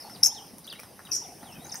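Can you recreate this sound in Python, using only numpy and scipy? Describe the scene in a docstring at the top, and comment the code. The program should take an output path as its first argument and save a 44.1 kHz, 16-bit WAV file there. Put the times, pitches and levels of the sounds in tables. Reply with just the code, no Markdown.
"""A flock of small waders on open stony ground, about 1.8 s, under a patchy rush of air (shaped noise). Thin
tones near 5 kHz slide from the very start and faint whistles follow (sliding sines), then a low distant purr
(sagging pulses) and grit ticks (noise bursts). A near bird soon gives the sharp warbled flock call (a tone with
overtones); light wind thumps the microphone of a small camera (damped low sines), and a second, farther bird
calls. The camera's housing colours the treble strongly."""
import sys
import numpy as np
from scipy import signal
from scipy.fft import rfft, irfft, next_fast_len
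from scipy.io import wavfile
from scipy.ndimage import uniform_filter1d, map_coordinates

SR = 44100
rng = np.random.default_rng(int(sys.argv[2]) if len(sys.argv) > 2 else 0)


def magnitude_from_level(level_db):
    """Linear magnitude for a level in decibels (20 dB per decade)."""
    exponent = np.asarray(level_db, float) / 20
    return 10 ** exponent


def inscribe(sig):
    """Save sig as 16-bit PCM at rate SR to the path in sys.argv[1].

    A 1-D sig is mono; a 2-D sig holds one channel per row.
    Samples are clipped to [-1, 1] before scaling.
    """
    pcm = np.round(np.clip(np.atleast_2d(sig).T, -1, 1) * 32767)
    wavfile.write(sys.argv[1], SR, pcm.astype(np.int16))


N = 79380


def unit(x):
    """Scaled to rms 1."""
    return x / np.sqrt(np.mean(x ** 2) + 1e-20)


def along(points, hz):
    """(Hz, value) points read on a log frequency axis."""
    f, v = np.transpose(points)
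    return np.interp(np.log(hz + 1), np.log(f + 1), v)


def wobble(rate_hz):
    """A smooth random curve, rate_hz knots a second."""
    knots = rng.standard_normal(int(N * rate_hz / SR) + 4)
    return map_coordinates(knots, [np.arange(N) * rate_hz / SR])


def coloured(x, points):
    """x through the causal minimum-phase filter with gain points (Hz, dB)."""
    m = 2 * next_fast_len(N // 2 + 4096)
    gain = magnitude_from_level(along(points, np.fft.rfftfreq(m, 1 / SR)))
    cepstrum = irfft(np.log(gain), m)
    cepstrum[1:m // 2] *= 2
    cepstrum[m // 2 + 1:] = 0
    return irfft(rfft(x, m) * np.exp(rfft(cepstrum)), m)[..., :N]


def pan(x, side_db):
    """Mono to a pair: the same in both channels, plus a share from the left."""
    return x * (1 + magnitude_from_level(side_db) * np.array([[1], [-1]]))


def echoes(x):
    """Quick scatter from stones nearby, then a long tail from the field: fading stereo noise."""
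    # scattered echoes of the ground: hz, t60_s
    field_t60 = [(1000, 0.51), (5000, 0.52), (9000, 0.39), (14000, 0.12)]
    near_t60_s, far_share_db, rise_s = 0.075, -13.5, 0.0029
    alike = 0.83  # likeness of the two channels
    hz, t, z = signal.stft(rng.standard_normal((2, SR // 2)), SR, nperseg=128)
    near = magnitude_from_level(-60 * t / near_t60_s)
    far = magnitude_from_level(far_share_db - 60 * t / along(field_t60, hz)[:, None])
    fade = (near + far) * (1 - np.exp(-t / rise_s))
    a, b = signal.istft(z * fade, SR, nperseg=128)[1]
    turn = np.arccos(np.clip(alike, 0, 1)) / 2
    tail = np.cos(turn) * a + np.sin(turn) * np.outer([1, -1], b)
    late = np.pad(x, (90, 0))  # samples
    return signal.fftconvolve(late[None], tail / np.linalg.norm(a), axes=1)


def air():
    """Open-air rush: coloured noise, patchy in time and frequency, its sideways share set by band."""
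    # spectrum shape: hz, gain_db
    spectrum = [(20, -57), (50, -9), (110, -1.5), (220, 1), (400, -5), (800, -6), (1400, -15), (3000, -17),
                (8000, -12.5), (16000, -16)]
    # level course before the lift below: time_s, level_db
    level_course = [(0.0, -55), (0.796, -59), (1.8, -55)]
    # sideways share: hz, share_db
    side_share = [(30, 0), (70, -8), (130, -25), (300, -7.5), (1200, -10.5), (3000, -13)]
    lift_db, patch_db = 6.5, [(200, 2.65), (4000, 2.8)]  # patch_db: hz, rms_db
    hz, t, z = signal.stft(rng.standard_normal((2, N)), SR, nperseg=512)
    patches = uniform_filter1d(rng.standard_normal(z.shape[1:]), size=5, axis=0)
    patches = unit(uniform_filter1d(patches, size=8, axis=1))
    front, side = z * magnitude_from_level(patches * along(patch_db, hz)[:, None])
    side = side * magnitude_from_level(along(side_share, hz))[:, None] + magnitude_from_level(-30.5) * front
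    pair = signal.istft(np.array([front + side, front - side]), SR, nperseg=512)[1][:, :N]
    at_s, db = np.transpose(level_course)
    level_db = lift_db + np.interp(np.arange(N) / SR, at_s, db) + 0.52 * wobble(3.89)
    return magnitude_from_level(level_db) * unit(coloured(pair, spectrum))


def whistles():
    """Thin sliding tones, each a parabola of pitch, blurred by the field."""
    # thin tones near 5 kHz at the very start, then far whistles: start_s, length_s, level_db, start_hz,
    # middle_hz, end_hz
    slides = [(.001, 0.012, -44.5, 4800, 5340, 4800), (0.013, .016, -47.5, 4180, 4830, 6100),
              (0.032, 0.017, -50, 4470, 4400, 4100), (.050, 0.028, -49.5, 4280, 4500, 3900),
              (0.096, 0.012, -47, 4020, 5100, 5500), (0.101, 0.045, -51.5, 5290, 5400, 5050),
              (0.146, 0.024, -48, 4990, 4250, 2450), (0.641, 0.015, -51.5, 6470, 5800, 6500),
              (0.691, .010, -51.5, 3460, 2700, 3000), (0.756, 0.022, -48, 3820, 3880, 4050),
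              (0.787, 0.013, -49, 2380, 2350, 2550), (0.299, 0.029, -50.5, 3068, 3360, 3900),
              (0.339, 0.064, -47, 4530, 3530, 2800), (0.397, 0.035, -51, 2874, 2980, 3340),
              (0.643, .016, -45.5, 4880, 4360, 3800), (0.674, 0.020, -39, 2880, 3760, 3800),
              (0.698, .017, -39.5, 5150, 4240, 3400), (0.713, .026, -38.5, 3880, 3100, 2850),
              (0.738, 0.025, -55, 2790, 2400, 1550), (0.827, 0.017, -52.5, 4040, 3900, 2760),
              (1.048, 0.03, -46, 4010, 3560, 2470), (1.094, 0.037, -56, 2375, 2650, 2140),
              (1.234, 0.031, -54, 3740, 3460, 2300), (1.404, .038, -57, 2890, 3500, 4500),
              (1.434, 0.115, -54.5, 4410, 3050, 2650), (1.53, .048, -55, 2680, 3040, 3100),
              (1.522, 0.015, -48.5, 5150, 5500, 6000), (1.553, 0.025, -55, 2460, 2550, 2400),
              (1.588, 0.085, -54, 3600, 3850, 4000), (1.643, 0.015, -44.5, 6230, 6200, 7300),
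              (1.661, 0.011, -36.5, 5660, 6400, 7000), (1.689, 0.028, -47, 6870, 4160, 3800),
              (1.717, 0.012, -30.5, 6560, 5900, 4980), (1.722, 0.051, -50, 5150, 4950, 5400),
              (1.755, 0.0059, -28, 5640, 6640, 6900), (1.766, 0.012, -40, 8300, 8500, 7300)]
    edge = .22  # share of the length spent swelling, and again fading
    flutter, pitch_jitter, echo_db = .35, .012, -5  # first two: shares
    t, out = np.arange(N) / SR, np.zeros(N)
    jitter = 1 + pitch_jitter * wobble(300)
    for s, length, db, a, b, c in slides:
        i = slice(round(s * SR), round((s + length) * SR))
        u = (t[i] - s) / length
        hz = a * (1 - u) * (1 - 2 * u) + 4 * b * u * (1 - u) + c * u * (2 * u - 1)
        swell = np.sin(np.pi / 2 * np.clip(np.minimum(u, 1 - u) / edge, 0, 1))
        out[i] += magnitude_from_level(db) * swell * np.sin(2 * np.pi * np.cumsum(hz * jitter[i]) / SR)
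    out = out * (1 + flutter * wobble(250))
    return pan(out, -18) + magnitude_from_level(echo_db) * echoes(out)[:, :N]


def purr():
    """Soft low Gaussian pulses at a nearly steady rate, each sagging in pitch."""
    # low purring: first_pulse_s, end_s, level_db, mid_pulse_pitch_hz
    runs = [(.052, .10, -44.5, 838), (.130, .20, -53, 786), (0.231, 0.437, -47, 828),
            (1.226, 1.326, -47, 800), (1.43, 1.50, -47.5, 772), (1.622, 1.80, -48.5, 827)]
    period_s, pulse_s, sag_hz_per_s = .0325, 0.0072, 12300  # pulse_s: centre to 1/e
    level_scatter_db, time_scatter_s, pitch_scatter = 1, .0015, 0.069
    out, t = np.zeros(N + SR), np.arange(-900, 900) / SR
    for first, last, db, hz in runs:
        chance = rng.standard_normal((12, 3))
        for s, (size, late, off) in zip(np.arange(first, last, period_s), chance):
            phase = 2 * np.pi * (hz * (1 + pitch_scatter * off) * t - sag_hz_per_s * t * t / 2)
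            pulse = magnitude_from_level(db + level_scatter_db * size) * np.exp(-(t / pulse_s) ** 2) * np.sin(phase)
            out[round((s + time_scatter_s * late) * SR):][:len(t)] += pulse
    out = out[900:900 + N]  # pulses centred on their times
    return pan(out, -23) + magnitude_from_level(-5) * echoes(out)[:, :N]


def ticks():
    """Grit: each tick is a dull knock and a bright crack of noise, both starting at once and dying fast."""
    # grit ticks, levels before colouring and the lifts below: start_s, dull_level_db, bright_level_db
    hits = [(0.097, -43.5, -45), (0.583, -61, -40.5), (0.668, -54, -41), (0.7273, -38.5, -38),
            (0.7939, -37, -44), (0.7992, -59, -38.5), (0.8331, -41, -43.5), (0.9921, -40, -53),
            (1.0517, -53.5, -46), (1.0899, -40.5, -64), (1.4295, -41.5, -48), (1.6564, -40.5, -56),
            (1.743, -37.5, -35)]
    # knock spectrum: hz, gain_db
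    dull_colour = [(250, -14), (700, 1), (1100, 1), (2200, -4), (3500, -35), (9000, -23)]
    # crack spectrum: hz, gain_db
    bright_colour = [(1500, -36), (5500, -1.5), (9000, -4), (16000, -1.5)]
    dull_t60_s, bright_t60_s = 0.018, 0.011
    dull, bright, t = np.zeros(N + SR), np.zeros(N + SR), np.arange(SR // 20) / SR
    for s, dull_db, bright_db in hits:
        a, b = rng.standard_normal((2, len(t)))
        dull[round(s * SR):][:len(t)] += magnitude_from_level(dull_db - 60 * t / dull_t60_s) * a
        bright[round(s * SR):][:len(t)] += magnitude_from_level(bright_db - 60 * t / bright_t60_s) * b
    both = magnitude_from_level(9) * coloured(dull[:N], dull_colour) + magnitude_from_level(8) * coloured(bright[:N], bright_colour)
    return both + magnitude_from_level(-3) * echoes(both)[:, :N]


def flock_calls():
    """One warbled tone with two overtones and breath, given by each bird; distance adds echo."""
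    # flock call before stretch and pitch shift: time_s, pitch_hz, effort_db
    call = [(0, 5650, -9), (.0018, 5700, -3), (.0045, 5450, 6.5), (.0064, 5100, -2.5), (.008, 3600, -15.5),
            (.0092, 5300, -4), (.0118, 5700, -3), (.0128, 7000, -1.5), (.015, 8150, -9), (.0165, 7200, -3),
            (.019, 5250, -6), (.0225, 5600, -2.5), (.0238, 7200, -13), (.0262, 8500, -8),
            (.028, 7300, -5.5), (.0308, 5250, 3.5), (.0345, 5630, -10), (.036, 6700, 1),
            (.045, 5900, -11.5), (.055, 5200, -15), (.057, 5300, -44)]
    # who calls: start_s, level_db, time_stretch, overtone_gain_db, side_share_db, echo_over_direct_db
    callers = [(.230, -13, 1.0001, 0.9, -9, -9), (1.1135, -28, 1.2, -5.5, -8, 4)]
    # second and third partial at 0 dB effort, before the bird's overtone gain: level_db
    overtones_db = [-13.5, -32]
    overtone_growth = 0.19  # extra dB per dB of effort
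    flutter_share, pitch_jitter, smooth_samples = .17, .018, 50
    breath_db = -26.5  # hiss of air through the bill, under the tone
    far_pitch_ratio = 1.045
    out, lead = np.zeros((2, N)), SR // 10
    t = np.arange(-lead, N) / SR
    window = np.hanning(smooth_samples)
    at_s, pitch_hz, effort_db = np.transpose(call)
    for bird, (s, db, stretch, overtone_db, side_db, echo_db) in enumerate(callers):
        u = (t - s) / stretch
        jitter = 1 + pitch_jitter * unit(np.convolve(rng.standard_normal(len(t)), window, 'same'))
        glide_hz = uniform_filter1d(np.interp(u, at_s, pitch_hz), size=30)
        hz = far_pitch_ratio ** bird * glide_hz * jitter
        effort = np.interp(u, at_s, effort_db, -150, -150)
        phase = 2 * np.pi * np.cumsum(hz) / SR
        tone = np.sin(phase)
        for k, partial_db in enumerate(overtones_db, start=2):
            gain = magnitude_from_level(partial_db + overtone_db + overtone_growth * effort)
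            tone = tone + gain * np.sin(k * phase) * (k * hz < SR / 2)
        flutter = 1 + flutter_share * unit(np.convolve(rng.standard_normal(len(t)), window, 'same'))
        breath = magnitude_from_level(breath_db) * rng.standard_normal(len(t))
        voice = magnitude_from_level(db + effort) * (tone * flutter + breath)
        out += pan(voice[lead:], side_db) + magnitude_from_level(echo_db) * echoes(voice)[:, lead:lead + N]
    return out


def thumps():
    """Wind on the microphone ports: each thump one low push of a cycle or two."""
    # wind thumps, levels before the 7.5 dB cut below: start_s, level_db
    pushes = [(0.535, -34), (0.738, -40), (1.431, -34), (1.582, -34.5), (1.595, -34.5), (1.739, -38)]
    centre_hz, envelope_peak_s = 201.7, 0.0031
    out, t = np.zeros(N + SR), np.arange(SR // 20) / SR
    for s, db in pushes:
        hz = centre_hz * magnitude_from_level(rng.normal())
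        envelope = t / envelope_peak_s * np.exp(1 - t / envelope_peak_s)
        out[round(s * SR):][:len(t)] += magnitude_from_level(db - 7.5) * envelope * np.sin(2 * np.pi * hz * t)
    return out[:N]


def scene():
    """All sources in the open field."""
    return air() + whistles() + purr() + ticks() + flock_calls() + thumps()


def roll_off(x):
    """The treble ends steeply here."""
    return signal.sosfilt(signal.butter(12, 16360, fs=SR, output="sos"), x)


def record(dry):
    """The housing colours front and side sound differently; the input stage rounds off peaks."""
    # camera housing, sound from the front: hz, gain_db
    front_colour = [(2500, 2.5), (4450, -4.5), (4850, 3), (5600, 2.5), (6400, -2), (7000, -14),
                    (7600, -16.5), (8200, -6), (9000, 3.5), (9800, 1), (11200, 3.5), (12400, -3.5),
                    (13200, 0), (14600, -8), (15600, -2.5), (16300, -50)]
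    # sound from the side misses the housing's notch: hz, gain_db
    side_colour = [(2000, 2), (3200, -6), (4300, -2.5), (5500, 4), (7300, 3), (8500, 5.5), (10500, 8.5),
                   (12000, 0), (15600, -8), (16300, -47)]
    side_lag_s, ceiling, knee = .00002, 1, 5.6  # ceiling: amplitude; higher knee = harder
    front = coloured(dry.mean(0), front_colour)
    side = coloured((dry[0] - dry[1]) / 2, side_colour)
    lag = np.exp(-2j * np.pi * np.fft.rfftfreq(N, 1 / SR) * side_lag_s)
    side = irfft(rfft(side) * lag, N)
    pair = np.array([front + side, front - side])
    mix = pair / (1 + np.abs(pair / ceiling) ** knee) ** (1 / knee)
    return roll_off(mix)


dry = scene()
out = record(dry)
inscribe(out)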